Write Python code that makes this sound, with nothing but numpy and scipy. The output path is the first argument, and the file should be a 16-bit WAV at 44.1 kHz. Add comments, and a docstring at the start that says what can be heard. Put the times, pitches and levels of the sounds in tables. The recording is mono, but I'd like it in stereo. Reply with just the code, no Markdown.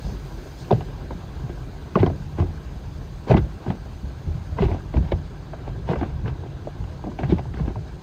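"""Inside a car in an automatic wash

Wet cloth strips slap the windscreen: swelling pops join noisy patter that is filtered by its resonances. They
thump on the roof, which rings in damped modes, then scrape and drag over the glass as shaped noise. Machinery
rumbles through the closed cabin as low noise, and the hiss of the water spray, also filtered noise, slowly
falls behind."""
import sys
import numpy as np
from scipy import signal
from scipy.fft import rfft, irfft
from scipy.io import wavfile
from scipy.ndimage import uniform_filter1d, minimum_filter1d

SR = 44100
rng = np.random.default_rng(int(sys.argv[2]) if len(sys.argv) > 2 else 0)


def generate_wav(signal):
    """Clip the signal to [-1, 1] and save it as 16-bit WAV at the path in sys.argv[1]."""
    frames = np.transpose(np.atleast_2d(signal))
    scaled = np.clip(frames, -1, 1) * 32767
    pcm = np.round(scaled).astype(np.int16)
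    wavfile.write(sys.argv[1], SR, pcm)


N = 353726

# Machinery through the body shell, swelling as the curtain swings against the car.
# Each row: time in seconds, level in dB.
RUMBLE_LEVEL = [(0, -35.5), (.2, -36), (.5, -39), (.95, -31), (1.25, -34), (1.5, -32), (1.8, -36.5),
                (2.2, -32), (2.75, -33), (3.15, -35), (3.5, -36), (3.85, -35), (4.15, -34), (5.1, -32.5),
                (5.4, -37), (6.1, -27.5), (6.7, -36.5), (7.1, -31.5), (7.55, -30.5), (8.02, -36)]
# Colour of the rumble. Each row: frequency in Hz, relative level in dB.
RUMBLE_COLOUR = [(15, -42), (24, -20), (32, -22.5), (41, 1), (50, 1), (62, -3), (76, -2), (100, -7.5),
                 (125, -4), (152, -5), (180, -12), (225, -23.5), (300, -24.5), (600, -83.5)]
# The curtain's weight rocks the whole body, which shudders on.
# Each row: start in seconds, level in dB before the rise and decay.
SHUDDERS = [(.03, -25), (2.02, -19), (2.39, -18), (3.31, -10), (3.37, -17), (3.68, -25), (4.26, -22),
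            (4.61, -14), (4.95, -15.5), (5.12, -21.5), (5.95, -21.5), (6.26, -23.5), (6.79, -24),
            (7.27, -14), (7.35, -31), (7.61, -22.5)]
# Water spray, falling behind. Each row: time in seconds, relative level in dB.
SPRAY_LEVEL = [(0, -54), (.62, -53.5), (.95, -57.5), (4.5, -58), (6.3, -61), (6.75, -59.5), (8.02, -59)]
# Colour of the spray. Each row: frequency in Hz, relative level in dB.
SPRAY_COLOUR = [(1500, 1), (2600, -3), (3600, -4), (4500, 0), (5200, -2.5), (5480, -6.5), (5740, -16.5),
                (5880, -2), (6400, -5), (6950, -5), (7200, -12), (7780, -16.5), (8020, -9), (8900, -11.5),
                (9700, -20), (12000, -45)]
# Colour of the fine mist. Each row: frequency in Hz, relative level in dB.
MIST_COLOUR = [(7000, -31.5), (9500, 8.5), (11500, 8.5), (13000, 3.5), (15000, 9.5), (16000, -5.5)]
# Passing jets. Each row: loudest moment in seconds, level in dB, width (standard deviation) in seconds.
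JETS = [(.085, -55, 0.035), (.605, -52, .017)]
# Cloth dragging over the glass. Each row: time in seconds, relative level in dB.
DRAG_LEVEL = [(0, -40.5), (.55, -43), (1.05, -41), (1.8, -43), (3.0, -44), (5.05, -43.5), (5.45, -43.5),
              (6.7, -43.5), (7.6, -45.5), (8.02, -45.5)]
# Colour of the drag. Each row: frequency in Hz, relative level in dB.
DRAG_COLOUR = [(110, -67), (180, 1), (200, -11.5), (227, -6.5), (363, -3.5), (450, -10), (626, -10),
               (712, -11.5), (960, -12.5), (1290, -19), (1550, -15.5), (1900, -25.5), (4000, -29.5),
               (5200, -48.5), (8800, -120)]
# Colour of the door and roof panels. Each row: frequency in Hz, relative level in dB.
PANEL_COLOUR = [(70, -31), (110, -2.5), (200, -7.5), (270, -8.5), (380, -5.5), (520, -13.5), (800, -22),
                (1500, -61)]
# A strip's weight falls on the roof.
# Each row: start in seconds, level in dB, frequency driven hardest in Hz.
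THUMPS = [(.045, -20.5, 61.6), (0.073, -28.5, 188), (0.122, -25, 52), (.712, -12, 211), (0.729, -7.5, 122),
          (1.15, -27.5, 165), (1.436, -21, 129), (1.957, -11, 190.5), (2.003, -10, 107), (2.035, -12, 161),
          (2.071, -13, 88), (2.403, -12, 86.7), (2.425, -18, 55), (2.76, -27.5, 60), (2.983, -25.5, 126),
          (3.297, -8.5, 121), (3.312, -11.5, 112), (3.346, -5.5, 199), (3.363, -15.5, 96),
          (3.398, -15.5, 60), (3.678, -17.5, 112), (3.699, -16.5, 200), (4.034, -19, 69), (4.266, -17, 80),
          (4.35, -19.5, 120), (4.521, -19.5, 67.7), (4.601, -15, 167), (4.633, -10.5, 70), (4.711, -17, 93),
          (4.959, -10, 60), (4.972, -18, 139), (5.125, -27, 131), (5.129, -16.5, 79.4), (5.685, -25.5, 99),
          (5.774, -23.5, 120), (5.895, -15, 165), (6.015, -21.5, 95.3), (6.238, -18.5, 105),
          (6.299, -20, 50.4), (6.8, -22, 94.5), (7.056, -31.5, 196), (7.235, -15.5, 133), (7.322, -10, 178),
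          (7.353, -21, 75), (7.466, -22, 109), (7.604, -16.5, 153), (7.628, -18, 53.5), (7.671, -24, 99),
          (7.765, -19.5, 109.5)]
# Modes of the roof and the cabin air.
# Each row: mean frequency in Hz, relative level in dB, 60 dB decay time in seconds.
ROOF_MODES = [(50.5, -25, 0.5), (60, -13.5, 1), (73, -12, 0.67), (88.9, 2, 0.4), (118.6, -1, 0.24),
              (150.4, 3.5, 0.38), (175, 8.5, 0.11), (199, -7, 0.066), (225, -1, 0.086)]
# A wiping strip squeezes out a crackle of water.
# Each row: loudest moment in seconds, level in dB, width (standard deviation) in seconds.
SQUIRTS = [(2.003, -41, 0.0065), (3.316, -32, 0.005), (3.374, -37, 0.0089), (3.70, -59, 0.015),
           (4.63, -40, .018), (4.955, -53, 0.013), (5.05, -47.5, 0.0086), (5.082, -51, 0.0065),
           (5.124, -40, 0.0046), (5.68, -60, .012), (5.876, -53, 0.0056), (5.903, -46, 0.012),
           (7.194, -51, .008), (7.325, -44, 0.025), (7.59, -52.5, 0.025)]
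# Colour of that crackle. Each row: frequency in Hz, relative level in dB.
SQUIRT_COLOUR = [(800, -30), (1700, -1), (2200, 5), (2800, -3.5), (3600, -1.5), (4800, -10), (6000, -21),
                 (9000, -41)]
# A strip scrapes along the glass.
# Each row: loudest moment in seconds, relative level in dB, width (standard deviation) in seconds.
SCRAPES = [(.08, -40.5, 0.035), (.735, -40, 0.015), (.91, -48, 0.026), (2.01, -28, 0.02),
           (2.405, -28.5, 0.019), (3.31, -22, 0.019), (3.377, -27.5, 0.0091), (3.691, -35, 0.041),
           (4.604, -29, 0.019), (4.645, -30.5, 0.012), (4.72, -34.5, 0.053), (4.96, -33, 0.018),
           (5.06, -38.5, 0.051), (5.682, -38, 0.013), (5.875, -35, 0.0077), (5.912, -26.5, 0.019),
           (5.982, -47, 0.0081), (6.025, -37.5, 0.071), (6.28, -32, 0.019), (6.45, -43.5, 0.032),
           (6.91, -41.5, 0.031), (7.07, -54, 0.02), (7.197, -30, 0.012), (7.25, -33.5, 0.019),
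           (7.315, -29.5, 0.02), (7.385, -36, 0.013), (7.585, -36.5, 0.015), (7.68, -39, 0.037)]
# Colour of a scrape. Each row: frequency in Hz, relative level in dB.
SCRAPE_COLOUR = [(150, -30), (250, -13.5), (360, 3.5), (520, -1.5), (730, -1), (880, -0.5), (1120, -8.5),
                 (1320, -16), (1550, -11.5), (1850, -18.5), (2700, -19), (4000, -25.5), (5500, -32),
                 (9000, -48), (15000, -58)]
# A strip lands on the glass. Each row: start in seconds, clap level in dB, clap pitch in Hz,
# knock level of the pane in dB, knock pitch in Hz, wet smack level in dB, smack pitch in Hz,
# relative time to lie flat in seconds, left-right difference in dB.
SLAPS = [(.7072, -19, 920, -20, 388, -38, 2380, .0035, 10),
         (.7122, -9.5, 750, -10.5, 387, -29, 3560, 0.0019, 6.5),
         (.7252, -12, 637, -16, 423, -31.5, 2680, 0.0035, 5),
         (.808, -29.5, 755, -42, 370, -39.5, 2920, 0.0026, 4),
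         (1.107, -26.5, 940, -27, 330, -45, 1500, 0.0068, -1),
         (1.495, -34.5, 710, -30.5, 370, -48, 1600, .006, -4),
         (1.9555, -12, 1115, -12, 416, -25, 2640, 0.0042, 4),
         (1.9725, -15.5, 594, -18, 378, -46, 1500, 0.0017, 9.5),
         (1.988, -37, 800, -33, 370, -37, 1980, 0.0022, 6), (1.999, -29, 700, -26, 355, -40, 3670, .007, 6),
         (2.0305, -17, 644, -6.5, 363, -27, 2220, 0.0032, 4),
         (2.063, -20, 960, -16.5, 387, -29, 3220, 0.0096, 2.5),
         (2.1, -26, 660, -29, 370, -46, 1500, 0.0035, 4),
         (2.384, -24.5, 880, -19.5, 356, -40, 1520, 0.01, -2),
         (2.399, -30, 1030, -27, 367, -40, 1500, .0028, 2),
         (2.424, -26, 613, -21, 370, -42, 1500, 0.0057, -1),
         (3.269, -36.5, 743, -27, 370, -63, 1500, 0.01, 8),
         (3.3082, -9, 720, -9.5, 398, -32, 2720, 0.0024, 3.5),
         (3.3145, -14.5, 650, -20, 371, -27, 1550, 0.0018, 7),
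         (3.339, -22, 800, -24, 394, -31, 1770, .002, 4),
         (3.3435, -14.5, 743, -14, 343, -27.5, 2220, 0.0053, 7),
         (3.3698, -20.5, 850, -17, 353, -25.5, 2660, 0.0017, 4),
         (3.379, -32, 610, -20, 370, -32.5, 3400, .003, 1.5),
         (3.663, -30, 900, -23, 244, -39, 1490, 0.0093, 7),
         (3.678, -34, 800, -26, 370, -48, 2080, 0.0047, -5),
         (3.703, -21, 880, -21.5, 355, -34.5, 1950, 0.0086, -1),
         (4.586, -21.5, 986, -25.5, 437, -31.5, 1500, 0.0044, 6),
         (4.605, -36, 710, -21, 225, -53, 1600, .004, 3),
         (4.622, -21, 617, -15, 402, -30, 2740, 0.0024, 4.5),
         (4.628, -26, 790, -14.5, 374, -41, 2230, .0025, -3),
         (4.641, -31, 850, -31, 400, -41, 2230, .003, 2), (4.655, -33, 800, -37, 380, -38, 2600, .002, 7),
         (4.684, -32, 950, -29, 370, -43, 2200, 0.0042, 7),
         (4.715, -28.5, 667, -24, 340, -39, 2230, 0.0038, 6),
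         (4.745, -26, 720, -22, 370, -48, 2670, 0.01, 4),
         (4.94, -25, 735, -22.5, 262, -38, 2200, 0.016, -2),
         (4.969, -26, 900, -22, 220, -38.5, 2370, 0.0035, -3),
         (5.12, -16, 550, -16.5, 340, -33, 1780, 0.0026, 0.5),
         (5.534, -29, 650, -53, 370, -37, 1350, 0.0049, 5),
         (5.677, -31, 846, -34, 370, -45, 2420, 0.014, 3),
         (5.889, -19.5, 540, -23.5, 433, -32, 1980, 0.0072, 6),
         (5.911, -24, 640, -19.5, 473, -45, 1610, 0.0076, 8),
         (5.933, -25, 980, -20, 333, -30.5, 1490, .005, 4),
         (5.958, -27, 550, -35, 456, -32.5, 1440, 0.0029, 5),
         (6.012, -21.5, 726, -16.5, 347, -34, 2390, .009, 3.5),
         (6.03, -25, 740, -43, 385, -31, 1530, .004, 4.5),
         (6.259, -41, 1065, -27, 410, -36.5, 1710, 0.0046, 2),
         (6.279, -43, 1100, -27, 435, -34, 2770, 0.0044, 5),
         (6.435, -35, 960, -30.5, 370, -56, 1580, 0.0068, -2),
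         (6.459, -35, 694, -36, 370, -61, 1580, .003, -4),
         (6.672, -23.5, 624, -33, 370, -66, 1490, 0.0015, 7),
         (6.84, -40, 800, -46, 370, -43, 2870, .003, 5), (6.992, -41, 875, -39, 370, -57, 1600, .003, 2),
         (7.039, -28, 737, -32, 360, -45, 1500, 0.015, 6.5),
         (7.068, -28, 560, -23, 437, -62, 1580, 0.016, 5),
         (7.117, -38, 1020, -40, 370, -50, 1630, .0027, 3),
         (7.189, -22.5, 726, -23, 387, -36, 2300, 0.0085, 3),
         (7.233, -24, 650, -38, 232, -31.5, 1600, 0.0066, 8),
         (7.296, -28, 592, -17, 225, -44, 1450, 0.0095, 4),
         (7.3225, -28, 720, -8, 333, -41, 2400, 0.0017, 3.5),
         (7.384, -34, 930, -36, 370, -38, 2600, .003, 5),
         (7.392, -26.5, 756, -40, 370, -44, 2300, 0.0017, 4),
         (7.455, -34, 834, -40, 370, -59, 1500, 0.0025, 2),
         (7.54, -42, 748, -27, 232, -37.5, 1890, 0.0033, 5),
         (7.572, -54, 600, -33, 370, -39, 2200, 0.0085, 3),
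         (7.597, -34, 1044, -30, 443, -39.5, 1650, 0.0089, 3),
         (7.659, -38, 700, -40, 370, -48, 3530, 0.0033, 2),
         (7.678, -38, 975, -19, 303, -44, 2720, 0.0055, 1),
         (7.703, -42, 1000, -32, 370, -52, 1710, 0.005, 1),
         (7.757, -28.5, 960, -39, 370, -50, 1480, 0.0082, -1)]
# Colour of the struck windscreen. Each row: frequency in Hz, relative level in dB.
GLASS_COLOUR = [(120, -29), (200, 3.5), (279, -0.5), (372, -3), (512, -14), (738, -3.5), (852, -15),
                (1150, -24.5), (1310, -35), (1490, -24.5), (1800, -36), (2640, -35.5), (5580, -49),
                (6140, -52.5), (9000, -79.5), (11700, -102.5), (19800, -120)]
# Windscreen resonances. Each row: frequency in Hz, width in Hz, boost in dB.
PANE_RESONANCES = [(353, 17, 6), (720, 430, -8.5), (1255, 130, 7), (1627, 71, 5.5), (2020, 61, 11),
                   (2690, 270, 0)]
# Likeness of the two microphones. 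Each row: frequency in Hz, correlation from -1 to 1.
MICROPHONE_LIKENESS = [(40, 1), (100, 0.92), (250, 0.69), (500, 0.13), (1000, -0.1), (2000, -0.046),
                       (4000, 0.0012), (8000, 0.038), (9500, -0.75), (11000, -0.37), (12500, .99)]

SHUDDER_RISE_S, SHUDDER_FALL_S = 0.022, 0.059
MIST_DB, MIST_DB_PER_S = -65, -.5  # mist at the start, and how it thins with distance
# Drag after a slap, in dB relative to its clap before the rise and decay.
TRAIL_DB, TRAIL_RISE_S, TRAIL_FALL_S = -30, 0.015, 0.069
# Panel buzz after a thump, in dB relative to it before the rise and decay.
BUZZ_DB, BUZZ_RISE_S, BUZZ_FALL_S = -20, 0.003, 0.059
LOW_CUT_HZ = 30.6  # the thumps are cut below this
# Light flaps of loose ends: clap level, then knock and smack relative to it.
FLAPS_PER_S, FLAP_DB, FLAP_KNOCK_DB, FLAP_SMACK_DB = 3, -44.5, -2, -13.5
FLAP_HZ, FLAP_KNOCK_HZ, FLAP_SMACK_HZ = 800, 370, 1710  # the clap pitch is the median
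FLAP_FLAT_S = 0.0014  # relative time to lie flat
KNOCK_LATE_S = 0.0013  # the heavy pane answers just after the clap
FIRM_S = .006  # time to lie flat that sets the scale for patter against pop
SAG = 0.051  # a pop starts this share above its pitch and falls towards this share below
EDGE_HZ = 15800  # upper band limit


def gain_of(db):
    """Level law: decibels to amplitude."""
    return 10 ** (np.asarray(db) / 20)


def evened(x):
    """Normalisation to an rms of 1."""
    return x / np.sqrt(np.mean(x ** 2) + 1e-20)


def read(points, hz):
    """Interpolation of a spectrum on a log-frequency axis."""
    f, value = np.transpose(points)
    return np.interp(np.log(hz + 1), np.log(f + 1), value)


def level(rows):
    """Interpolation of a level curve in dB, as a gain for every sample."""
    times, db = np.transpose(rows)
    return gain_of(np.interp(np.arange(N) / SR, times, db))


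def add(mix, s, sound):
    """Superposition: a stereo sound joins the mix at time s."""
    part = mix[:, max(round(s * SR), 0):][:, :sound.shape[1]]
    part += sound[:, :part.shape[1]]


def panned(db):
    """Interaural level difference: left and right gains that differ by db."""
    return gain_of([[db / 2], [-db / 2]])


def swells(rows, t):
    """Gaussian envelopes: a bell-shaped rise and fall of gain for every row."""
    return sum(gain_of(db) * np.exp(-.5 * ((t - s) / width) ** 2) for s, db, width in rows)


def aftermath(rows, rise_s, fall_s):
    """Exponential rise and decay after every blow; overlapping blows add in power."""
    t = np.arange(0, N, 64) / SR
    power = np.zeros(len(t))
    for s, db, *_ in rows:
        age = np.maximum(t - s, 0)
        power += (gain_of(db) * (1 - np.exp(-age / rise_s)) * np.exp(-age / fall_s)) ** 2
    return np.interp(np.arange(N) / SR, t, np.sqrt(power))


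def causal(db):
    """Minimum phase: a response with these gains that rings only after the blow."""
    log_gain = np.log(gain_of(np.r_[db, db[-2:0:-1]]))
    return np.exp(signal.hilbert(log_gain).conj())[:len(db)]


def band(x, lo_hz, hi_hz):
    """Causal band-pass filtering."""
    return signal.sosfilt(signal.butter(3, [lo_hz, hi_hz], "band", fs=SR, output="sos"), x)


def noise(colour, patchy_db, flicker_db, ripple_db, size=1024):
    """Spectral shaping of partly correlated stereo noise: drifting patches, a flicker shared by
    all frequencies and the fixed ripple of the cabin's reflections."""
    frames, hz = N // (size // 4) + 5, np.fft.rfftfreq(size, 1 / SR)
    a, b, c, d, patches = rng.standard_normal((5, frames, len(hz)))
    patches = uniform_filter1d(patches, size=6, axis=0)  # smooth in time
    patches = evened(uniform_filter1d(patches, size=7, axis=1))  # and in frequency
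    flicker = evened(uniform_filter1d(rng.standard_normal(frames), size=3))[:, None]
    ripple = uniform_filter1d(rng.standard_normal(len(hz) + 1), size=3)
    ripple = evened(np.diff(ripple)) * hz / (hz + 1000)  # weaker at low frequencies
    same = np.clip(read(MICROPHONE_LIKENESS, hz), -1, 1)
    left = a + 1j * b
    right = same * left + np.sqrt(1 - same ** 2) * (c + 1j * d)
    spectrum = np.array([left, right])
    spectrum *= gain_of(read(colour, hz) + patchy_db * patches + flicker_db * flicker + ripple_db * ripple)
    sound = signal.istft(spectrum.transpose(0, 2, 1), nperseg=size, noverlap=size - size // 4)[1]
    return evened(sound[:, :N])


def windscreen(x):
    """Resonant filtering: a short sound takes on the glass colour and its resonances."""
    hz = np.fft.rfftfreq(x.shape[1], 1 / SR)
    db = read(GLASS_COLOUR, hz)
    for f, width, peak in PANE_RESONANCES:
        db = db + peak / (1 + (2 * (hz - f) / width) ** 2)
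    return irfft(rfft(x) * causal(np.maximum(db, -90)))


def contact(t, rise_s, fall_s, cabin_db, cabin_t60, apart, crack):
    """Impact excitation: the cloth's edge patters in, cracks flat at t = 0 and settles; the cabin
    gives a short echo. The factor apart scales the part independent in each microphone."""
    shape = (3, len(t))  # one common part, two independent ones
    grains = rng.standard_normal(shape) * rng.exponential(1, shape) * (rng.random(shape) < .3)
    patter = grains * np.exp(-abs(t) / np.maximum(np.where(t < 0, rise_s, fall_s), .0003))
    patter /= np.linalg.norm(patter, axis=1, keepdims=True)
    patter[0, np.searchsorted(t, 0)] += crack
    echo = rng.standard_normal(shape) * gain_of(-60 * t / cabin_t60) * (t > 0)
    blow = patter + gain_of(cabin_db) * echo / np.linalg.norm(echo[0])
    lead = rng.integers(4, 21)  # samples by which the right microphone hears it later
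    later = np.pad(blow[0], (lead, 0))[:len(t)]
    return windscreen(np.array([blow[0], later]) + apart * blow[1:])


def peaked(x, db):
    """Short-time power: sets a stereo sound's crest from its loudest few milliseconds."""
    power = uniform_filter1d(x.mean(0) ** 2, size=200)
    return gain_of(db) * x / np.sqrt(2 * power.max())


def rumble():
    """Forced vibration: motors and swinging curtains boom in the closed cabin; the heaviest
    blows leave the body shuddering."""
    boom = noise(RUMBLE_COLOUR, patchy_db=2.0, flicker_db=0.6, ripple_db=4.0, size=8192)
    shudder = aftermath(SHUDDERS, SHUDDER_RISE_S, SHUDDER_FALL_S)
    return np.hypot(level(RUMBLE_LEVEL), shudder) * boom * panned(2.5)


def spray():
    """Broadband radiation of many drops: water hisses on the shell with a fine mist above;
    a passing jet brightens it."""
    t, near = np.arange(N) / SR, level(SPRAY_LEVEL)
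    water = noise(SPRAY_COLOUR, patchy_db=1.5, flicker_db=0.7, ripple_db=1.5)
    hiss = gain_of(4.5) * near * water
    jets = swells(JETS, t) * evened(band(water, 2600, 9900))
    fizz = noise(MIST_COLOUR, patchy_db=1.5, flicker_db=0.2, ripple_db=2)
    mist = gain_of(MIST_DB + MIST_DB_PER_S * t) * near / near[0]  # follows the hiss
    return (hiss + jets) * panned(2.3) + mist * fizz


def drag(ticks_per_s=70, spread_db=4):
    """Sliding friction: wet cloth rubs over the glass, harder after each slap; its folds and
    flung drops tick against the pane."""
    rub = noise(DRAG_COLOUR, patchy_db=2.2, flicker_db=0.8, ripple_db=3.5)
    chance, side = rng.random(N), rng.random(N)
    size = np.minimum(rng.exponential(1, N), 3)
    ticks = (chance < ticks_per_s / SR) * gain_of(spread_db * size) * np.array([side, 1 - side])
    t, kind, patter = np.arange(-256, 1792) / SR, rng.integers(0, 5, N), np.zeros((2, N))
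    for k in range(5):  # five different tick sounds
        tick = contact(t, 0.00077, 0.0031, cabin_db=-1.0, cabin_t60=0.16, apart=0.84, crack=0.86)
        tick = evened(band(tick, 337, 5000))
        patter += signal.oaconvolve(ticks * (kind == k), tick, axes=1)[:, :N]
    trail = gain_of(TRAIL_DB) * aftermath(SLAPS, TRAIL_RISE_S, TRAIL_FALL_S)
    press = np.hypot(level(DRAG_LEVEL), trail)
    return press * (gain_of(1.0) * rub + gain_of(-15.5) * evened(patter)) * panned(0.14)


def panels():
    """Transient vibration: thin panels buzz briefly after every thump."""
    buzz = noise(PANEL_COLOUR, patchy_db=5.0, flicker_db=2.0, ripple_db=2.0)
    return gain_of(BUZZ_DB) * aftermath(THUMPS, BUZZ_RISE_S, BUZZ_FALL_S) * buzz * panned(4.2)


def thumps(rise_s=0.001, apart=0.39, off_db=10, bow_cycles=1.76, modes_db=-4.0):
    """Modal superposition: the roof bows for a few cycles where a strip lands, and its modes
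    ring in a new mixture."""
    out, t = np.zeros((2, N)), np.arange(SR // 3) / SR
    hz, db, t60 = np.transpose(ROOF_MODES)[:, :, None]
    for s, peak_db, main_hz in THUMPS:
        place, detune, lean = rng.standard_normal((3, len(ROOF_MODES), 1))
        # drive weakens by off_db for each octave away from the frequency driven hardest
        drive_db = 2.0 * place - off_db * abs(np.log2(hz / main_hz))
        modes = gain_of(db + drive_db - 60 * t / t60) * np.sin(2 * np.pi * hz * (1 + 0.03 * detune) * t)
        modes *= rng.choice([-1, 1], hz.shape)
        ring = np.array([(modes * (1 + apart * lean)).sum(0), (modes * (1 - apart * lean)).sum(0)])
        bow = np.sin(2 * np.pi * main_hz * t) * np.exp(-main_hz * t / bow_cycles)
        bow *= 1 - np.exp(-2 * main_hz * t)
        blow = evened(bow) + gain_of(modes_db) * evened(ring)
        add(out, s, peaked(blow * (1 - np.exp(-t / rise_s)), peak_db))
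    low_cut = signal.butter(4, LOW_CUT_HZ, "high", fs=SR, output="sos")
    return signal.sosfilt(low_cut, out) * panned(3.5)


def squirts(grain_db=2.0):
    """Film rupture: water bursts in tiny grains under the wiping cloth."""
    grain = evened(uniform_filter1d(rng.standard_normal(N), size=60))
    bursts = evened(gain_of(grain_db * grain))
    fizz = noise(SQUIRT_COLOUR, patchy_db=3.5, flicker_db=2.8, ripple_db=-0.5)
    return swells(SQUIRTS, np.arange(N) / SR) * bursts * fizz * panned(-1.5)


def scrapes(grain_db=1.5):
    """Stick-slip friction: wet cloth catches and slips in fine grains, swelling and fading as it
    passes; firmer strokes hold a larger share of wet sizzle."""
    t = np.arange(0, N, 32) / SR
    grain = evened(uniform_filter1d(rng.standard_normal(len(t)), size=5))
    slips = evened(gain_of(grain_db * grain))
    press, slips = (np.interp(np.arange(N) / SR, t, curve) for curve in (swells(SCRAPES, t), slips))
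    rub = noise(SCRAPE_COLOUR, patchy_db=1.5, flicker_db=1.5, ripple_db=2.0)
    sizzle = evened(band(rub, 1500, 3900)) * press ** 1.3  # grows faster than the rub
    return slips * (gain_of(-1.5) * press * rub * panned(0.69) + gain_of(-23.0) * sizzle * panned(-1))


def flaps():
    """Poisson process: light flaps at random moments, clap pitches and sides, as rows like SLAPS."""
    rows = []
    for s in np.flatnonzero(rng.random(N) < FLAPS_PER_S / SR) / SR:
        place, side = rng.standard_normal(2)
        clap = (FLAP_DB, FLAP_HZ * np.exp(0.265 * place))
        knock = (FLAP_DB + FLAP_KNOCK_DB, FLAP_KNOCK_HZ)
        smack = (FLAP_DB + FLAP_SMACK_DB, FLAP_SMACK_HZ)
        rows.append((s, *clap, *knock, *smack, FLAP_FLAT_S, 3 + 1.8 * side))
    return rows


def pop(t, hz, swell_s, lag_rad):
    """Damped oscillation: a few cycles swell, sag in pitch as the cloth settles and die; the
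    right microphone lags in phase."""
    age = np.maximum(t, 0) / swell_s
    turns = np.cumsum(hz * (1 + SAG * (2 * np.exp(-age / 2) - 1)) * (t > 0)) / SR
    phase = 2 * np.pi * (turns + rng.random()) - np.array([[0], [lag_rad]])
    return evened(age * np.exp(-age) * np.sin(phase))


def stroke(ring, patter, fall_s, grit, db):
    """Tone and noise in superposition: the slower a strip lies flat, the more it patters; grit is
    the least weight of patter."""
    return peaked(ring + np.hypot(grit, fall_s / FIRM_S) * evened(patter), db)


def slaps(rows, rise_s=0.0018):
    """Impact radiation: each strip squirts out its water, claps on the air trapped under it and
    knocks the pane at a pitch set by the place struck."""
    out, t = np.zeros((2, N)), np.arange(-512, 3584) / SR
    fade = signal.windows.tukey(len(t), .2)
    for s, clap_db, clap_hz, knock_db, knock_hz, smack_db, smack_hz, fall_s, pan_db in rows:
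        knock = contact(t, rise_s * 0.5, fall_s * 3.7, cabin_db=-6.5, cabin_t60=0.15, apart=0.68, crack=1.04)
        knock = band(knock, 127, 520)
        clap = contact(t, rise_s * 0.5, fall_s * 1.7, cabin_db=-0.5, cabin_t60=0.09, apart=0.79, crack=1.0)
        clap = band(clap, 444, 1060)
        smack = contact(t, rise_s * 1.9, fall_s * 0.4, cabin_db=6.0, cabin_t60=0.08, apart=0.65, crack=1.0)
        smack = band(smack, 1110, 2 * smack_hz)
        knock_pop = pop(t - KNOCK_LATE_S, knock_hz, swell_s=0.0036, lag_rad=0.65)
        clap_pop = pop(t, clap_hz, swell_s=.0017, lag_rad=1.5)
        smack_pop = pop(t, smack_hz, swell_s=0.00087, lag_rad=1.74)
        knock = stroke(knock_pop, knock, fall_s, grit=.45, db=knock_db)
        clap = stroke(clap_pop, clap, fall_s, grit=.45, db=clap_db)
        smack = stroke(smack_pop, smack, fall_s, grit=1.9, db=smack_db)
        # the smack lies further right than the rest
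        add(out, s + t[0], fade * panned(pan_db) * (knock + clap + smack * panned(-6.0)))
    return out


def scene():
    """Superposition of everything heard from the front seat."""
    background = rumble() + spray() + drag()
    roof = panels() + thumps()
    glass = squirts() + scrapes() + slaps(flaps()) + slaps(SLAPS)
    return background + roof + glass


def record(dry, ceiling=1.0):
    """Peak limiting and band limiting: a quick limiter holds peaks under full scale, then a
    low-pass filter sets the upper edge."""
    room = np.minimum(1, ceiling / (abs(dry).max(0) + 1e-9))
    held = dry * uniform_filter1d(minimum_filter1d(room, size=161), size=161)
    low_pass = signal.firwin(511, EDGE_HZ, window=("kaiser", 9), fs=SR)
    return signal.oaconvolve(held, low_pass[None], "same")


dry = scene()
out = record(dry)
generate_wav(out)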